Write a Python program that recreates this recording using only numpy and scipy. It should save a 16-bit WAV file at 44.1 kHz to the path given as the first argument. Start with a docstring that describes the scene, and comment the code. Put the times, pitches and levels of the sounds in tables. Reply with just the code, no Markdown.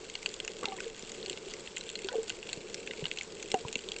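"""Under water by a rocky shore, heard inside a camera housing. From the start: distant surf, chop
gurgling through the hollow case, and snapping shrimp, each snap ringing the case for a few ms.
At 0.6-0.9 s a cluster of bubbles plops, opening with two soft knocks on the case. A faint knock and
three low plops follow, then a second cluster at 2.0-2.2 s and knocks with plops at 2.6 and 3.0 s.
The loudest knock and bubble land at 3.5 s, two lighter knocks after; the shrimp crackle on."""
import sys
import numpy as np
from scipy import signal
from scipy.fft import rfft, irfft
from scipy.io import wavfile
from scipy.ndimage import uniform_filter1d

SR = 44100
rng = np.random.default_rng(int(sys.argv[2]) if len(sys.argv) > 2 else 0)


def persist_wave(psi):
    """Save psi, clipped to +-1, as 16-bit WAV."""
    counts = np.round(np.clip(psi, -1, 1) * 32767).astype(np.int16)
    wavfile.write(sys.argv[1], SR, np.atleast_2d(counts).T)


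N = 176400
SNAP_SAMPLES = 1024

# wash spectrum: freq_hz, relative_density_db
WASH_SPECTRUM = [(20, 3.5), (32, -4.5), (50, -13), (120, -11.5), (200, -11.5), (280, -13), (450, -16.5),
                 (680, -13.5), (1250, -17.5), (1520, -18.5), (2000, -19.5), (2720, -17.5), (3500, -19),
                 (4400, -18), (5500, -20.5), (6400, -21.5), (7250, -18.5), (8200, -23), (9000, -31)]
# air resonances in the case: freq_hz, width_hz, gain_db
AIR_MODES = [(200, 96, -11.5), (375, 86, -1.5), (442, 72.4, 1.5), (562.4, 158, -11.5)]
# gurgle envelope: time_s, level_db
GURGLE_ENVELOPE = [(0, -50.5), (.2, -53), (.42, -48.5), (0.799, -46.5), (.97, -55.5), (1.18, -46),
                   (1.3, -45.5), (1.5, -48), (1.75, -52.5), (1.95, -50), (2.3, -49.5), (2.55, -48),
                   (2.95, -46.5), (3.18, -52), (3.45, -46.5), (3.7, -49), (4, -49.5)]
# blows on the case: start_s, hollow_db, thud_hz, thud_db, wall_db
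CASE_KNOCKS = [(0.628, -30, 200, -54, -52), (0.64, -32.5, 210, -36, -41), (1.030, -38.5, 190, -44, -68),
               (2.571, -33, 152, -39.5, -65), (3.022, -32, 220, -59, -53), (3.5402, -18, 264, -28, -32.5),
               (3.649, -36, 123, -33.5, -34.5), (3.7572, -31, 225, -36, -50)]
# bubbles: start_s, pitch_hz, level_db, decay_s, start_detune_ratio
BUBBLE_PLOPS = [(0.629, 1136, -32.5, 0.0065, -0.0015), (.6415, 1350, -33, 0.0037, -0.018),
                (.642, 2040, -40, 0.009, 0.002), (.650, 882, -40, 0.017, -0.062),
                (.676, 769, -36.5, 0.027, 0.073), (.720, 751, -34, 0.016, 0.095),
                (.720, 1136, -43, 0.015, 0.059), (.779, 965, -44, 0.0078, 0.029),
                (.786, 1930, -40, 0.0073, 0.01), (.786, 2220, -39, .004, -0.035),
                (0.803, 1510, -38.5, 0.0046, 0.0067), (.862, 450, -32, 0.014, 0.054),
                (1.270, 375, -38, 0.011, 0.015), (1.304, 375, -34.5, 0.014, -0.05),
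                (1.464, 380, -37, 0.013, 0.029), (2.045, 385.5, -29.5, 0.015, 0.015),
                (2.089, 1480, -33.5, 0.0054, -0.016), (2.093, 980, -45.5, 0.023, 0.013),
                (2.117, 495, -33.5, 0.012, 0.0018), (2.113, 1860, -41, 0.0036, 0.049),
                (2.113, 1574, -44, 0.013, -0.049), (2.128, 860, -38.5, 0.0082, -0.014),
                (2.138, 537, -30.5, 0.0091, 0.0067), (2.143, 710, -35.5, 0.012, 0.06),
                (2.1525, 447, -24, 0.02, 0.037), (2.1814, 450.7, -25, 0.018, -0.029),
                (2.572, 408, -33.5, 0.0069, 0.025), (2.989, 406, -39, 0.028, 0.15),
                (3.022, 161, -32.5, 0.011, -0.15), (3.5403, 710, -20.5, 0.014, 0.23)]
# case modes, three per band (low, main, upper, high, top): freq_hz, width_hz, gain_db
CASE_MODES = [(830, 630, -9), (1556, 240, 0), (1790, 220, -8), (2116, 290, 0.5), (2492, 640, -1),
              (2762, 380, 4.5), (3303, 660, 2.5), (3870, 590, -2.5), (4330, 470, 0), (4820, 700, -1),
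              (5560, 1100, -2), (6335, 970, 0), (7140, 710, 5.5), (7480, 900, -5), (7880, 2900, -6)]
# mean band gains of a far snap: low_db, main_db, upper_db, high_db, top_db
FAR_SNAP_BANDS_DB = [-9.5, 0, -1.5, -6.5, 0]
# near snaps: start_s, low_db, main_db, upper_db, high_db, top_db
NEAR_SNAPS = [(0.099, -67, -49, -42, -44, -58), (0.1534, -47, -34, -35.5, -54, -51),
              (0.2288, -66, -43, -54, -45.5, -44), (0.2599, -42.5, -28.5, -32, -47, -40),
              (0.3403, -62, -47, -42, -44, -40), (0.401, -52, -36.5, -33, -57, -45),
              (0.4484, -51, -43, -54, -49, -41.5), (0.4774, -44, -34, -43.5, -42, -42.5),
              (0.6327, -46, -43, -46, -59, -46), (0.642, -56, -51, -58, -65, -57),
              (0.6551, -44, -31, -31.5, -43, -46), (0.6847, -66, -50, -41, -56, -62),
              (0.7205, -57, -42.5, -55, -62, -65), (0.8035, -46, -38.5, -46, -43.5, -45),
              (1.0243, -70, -55, -47, -46.5, -52), (1.118, -61, -47, -51, -49, -42.5),
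              (1.228, -64, -54, -41, -64, -64), (1.2605, -57, -42.5, -40, -64, -50),
              (1.297, -56, -39, -37, -53, -36.5), (1.329, -57, -44, -41, -62, -64),
              (1.374, -55, -41, -42.5, -60, -53), (1.5372, -64, -43, -66, -41.5, -44.5),
              (1.6739, -62, -42.5, -45.5, -64, -56), (1.7642, -59, -47, -44, -53, -42),
              (1.7693, -53, -35, -44, -52, -45), (1.7814, -63, -59, -49, -53, -39),
              (1.8095, -54, -51, -40, -49, -50), (1.8911, -62, -53, -38.5, -51, -51),
              (1.8998, -55, -45.5, -44, -58, -42.5), (1.9545, -50.5, -37, -33.5, -54, -47),
              (1.9897, -65, -42.5, -50, -58, -47), (2.045, -59, -43, -40.5, -47, -50),
              (2.0864, -41, -45, -33.5, -46, -60), (2.2305, -56, -64, -59, -54, -42.5),
              (2.2952, -62, -39.5, -39, -57, -36.5), (2.3007, -42.5, -34, -39, -44, -46),
              (2.4275, -59, -41.5, -50, -63, -69), (2.47, -56, -46.5, -48, -65, -65),
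              (2.4909, -48, -42.5, -41, -60, -59), (2.53, -48.5, -37.5, -33.5, -53, -36.5),
              (2.7435, -48, -41.5, -41, -37, -42), (2.8744, -48, -37.5, -43.5, -57, -53),
              (2.9098, -50, -36, -43.5, -58, -56), (2.9347, -51, -42, -56, -53, -57),
              (3.041, -55, -41, -46, -58, -49), (3.0545, -44, -31, -35, -61, -56),
              (3.065, -49, -48, -41, -55, -52), (3.1136, -52, -32, -38, -52, -49),
              (3.173, -51, -37.5, -48, -50, -49), (3.1863, -65, -54, -34, -45, -57),
              (3.2105, -57, -34, -45, -54, -47), (3.2325, -68, -57, -58, -55, -43.5),
              (3.4266, -53, -43, -45, -40, -62), (3.5165, -52, -36, -36, -36, -38),
              (3.5419, -37, -32.5, -41.5, -50, -37), (3.6829, -63, -38.5, -61, -59, -47.5),
              (3.7273, -51, -46, -41, -45, -41), (3.7548, -54, -28.5, -36, -38.5, -51),
              (3.79, -56, -44.5, -45, -55, -50), (3.8873, -63, -56, -36.5, -51, -48),
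              (3.9182, -57, -40, -35.5, -51, -44), (3.963, -51, -39, -43, -55, -45),
              (3.9854, -63, -58, -46, -50, -44)]


def undb(db):
    return 10 ** (np.asarray(db) / 20)


def set_rms(x, db):
    return x * undb(db) / np.sqrt(np.mean(x ** 2))


def add(out, start_s, x):
    i = max(int(start_s * SR), 0)
    out[i:i + len(x)] += x[:max(N - i, 0)]


def resonance(samples, freq_hz, width_hz):
    """Spectrum of one band-pass resonance applied twice."""
    bins_hz = np.fft.rfftfreq(samples, 1 / SR) + 1e-6
    return (1 + 1j * (bins_hz / freq_hz - freq_hz / bins_hz) * freq_hz / width_hz) ** -2


def waver(rate_hz):
    """Random steps, smoothed twice; spread near 1."""
    hold = int(SR / rate_hz)
    steps = np.repeat(rng.standard_normal(N // hold + 1), hold)
    return 1.3 * uniform_filter1d(uniform_filter1d(steps, hold), hold)[:N]


def patter(rate_per_s, spread_db, range_db):
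    """Random impulses: start_s, signed gain. Mostly weak if spread_db > 0, else mostly strong."""
    when, size, sign = rng.random((4000, 3))[:int(rate_per_s * N / SR)].T
    gain_db = -spread_db * np.log(1 - size * (1 - np.exp(-range_db / spread_db)))
    return when * N / SR, undb(gain_db) * np.sign(sign - 0.5)


def ring(pitch_hz, peak_db, decay_s, detune=0, rise_cycles=1.1, settle_s=0.009):
    """Damped tone; starts sharp (detune > 0) or flat and settles on its pitch."""
    t = np.arange(SR // 5) / SR
    cycles = pitch_hz * (t + detune * settle_s * (1 - np.exp(-t / settle_s)))
    envelope = (1 - np.exp(-(t * pitch_hz / rise_cycles) ** 2)) * np.exp(-t / decay_s)
    return undb(peak_db) * envelope / envelope.max() * np.sin(2 * np.pi * cycles)


def wash(level_db=-51, waver_db=1.24):
    """Distant surf and merged crackle: shaped noise, gently wavering."""
    freq_hz, density_db = np.transpose(WASH_SPECTRUM)
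    bins_hz = np.fft.rfftfreq(N, 1 / SR)
    colour = undb(np.interp(np.log(bins_hz + 1), np.log(freq_hz), density_db))
    noise = irfft(rfft(rng.standard_normal(N)) * colour, N)
    return set_rms(noise, level_db) * undb(waver_db * waver(rate_hz=18))


def gurgle():
    """Small slaps of the chop ring the air in the case, swelling with the waves."""
    hollow = sum(undb(gain_db) * resonance(4096, freq_hz, width_hz) * 1j ** k  # 90 deg per mode
                 for k, (freq_hz, width_hz, gain_db) in enumerate(AIR_MODES))
    starts_s, gains = patter(rate_per_s=330, spread_db=-1.5, range_db=7)
    slaps = np.bincount((starts_s * SR).astype(int), gains, N)
    ringing = signal.oaconvolve(slaps, irfft(hollow))[:N]
    envelope_db = np.interp(np.arange(N) / SR, *np.transpose(GURGLE_ENVELOPE))
    return set_rms(ringing, 0) * undb(envelope_db)


def knocks(hollow_hz=439, wall_hz=980):
    """Soft blows on the case: hollow ring, thud and wall ring."""
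    out = np.zeros(N)
    for start_s, hollow_db, thud_hz, thud_db, wall_db in CASE_KNOCKS:
        parts = (hollow_hz, hollow_db, 0.004), (thud_hz, thud_db, 0.0034), (wall_hz, wall_db, 0.0055)
        for pitch_hz, peak_db, decay_s in parts:
            add(out, start_s, ring(pitch_hz, peak_db, decay_s, rise_cycles=0.79))
    return out


def bubbles(trim_db=-1, froth_count=3, max_lag_s=0.05, max_rise_octaves=0.88):
    """Air pockets pinch off and ring; each sheds a faint froth of smaller, higher ones."""
    out = np.zeros(N)
    for start_s, pitch_hz, level_db, decay_s, detune in BUBBLE_PLOPS:
        add(out, start_s, ring(pitch_hz, level_db + trim_db, decay_s, detune))
        for lag, rise in rng.random((froth_count, 2)):
            froth_hz = pitch_hz * 2 ** (rise * max_rise_octaves)
            froth = ring(froth_hz, peak_db=-54.5, decay_s=0.0068, detune=detune)
            add(out, start_s + lag * max_lag_s, froth)
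    return out


def snap(bands_db, close_db=-4, close_s=0.00074, tail_db=-5.5, tail_s=0.0042, rms_span_s=0.0053):
    """A crack rings the case: direct, by close paths, and as a tail off rock and surface."""
    t = np.arange(SNAP_SAMPLES) / SR
    paths = rng.standard_normal((2, SNAP_SAMPLES)) * np.exp(-t / np.array([[close_s], [tail_s]]))
    path_gains = undb([close_db, tail_db]) / np.linalg.norm(paths, axis=1)
    drive = rfft((t == 0) + path_gains @ paths)
    freq_hz, width_hz, gain_db = np.transpose(CASE_MODES)[:, :, None]
    # each direction favours other modes
    size, detune, sign = rng.standard_normal((3, len(CASE_MODES), 1))
    mode_gains = undb(gain_db + 3 * size) * np.sign(sign)
    modes = mode_gains * resonance(SNAP_SAMPLES, freq_hz * (1 + 0.018 * detune), width_hz)
    band_responses = modes.reshape(len(bands_db), -1, len(drive)).sum(axis=1)
    bands = irfft(band_responses * drive)
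    band_gains = undb(bands_db) / np.linalg.norm(bands, axis=1)
    return band_gains @ bands * np.sqrt(rms_span_s * SR)


def far_shrimp(animals=40, colour_spread_db=4, gain_db=-65):
    """The distant colony: each animal snaps at random with its own colour."""
    out = np.zeros(N)
    colours_db = colour_spread_db * rng.standard_normal((animals, len(FAR_SNAP_BANDS_DB)))
    voices = [snap(colour_db + FAR_SNAP_BANDS_DB) for colour_db in colours_db]
    starts_s, gains = patter(rate_per_s=240, spread_db=6.5, range_db=13)
    for k, (start_s, gain) in enumerate(zip(starts_s, gains)):
        add(out, start_s, gain * voices[k % animals])
    return out * undb(gain_db)


def near_shrimp(trim_db=0.11):
    """Single loud snaps from the rocks close by."""
    out = np.zeros(N)
    for start_s, *bands_db in NEAR_SNAPS:
        add(out, start_s, snap(bands_db))
    return out * undb(trim_db)


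def scene():
    return (near_shrimp() + far_shrimp() + bubbles() + knocks() + gurgle() + wash())[None]


def record(dry):
    """The camera drops the slowest swell and cuts the top."""
    low_hz, top_hz = 22, 8250
    highpassed = signal.sosfilt(signal.butter(2, low_hz, "high", fs=SR, output="sos"), dry)
    return signal.sosfilt(signal.butter(24, top_hz, fs=SR, output="sos"), highpassed)


dry = scene()
out = record(dry)
persist_wave(out)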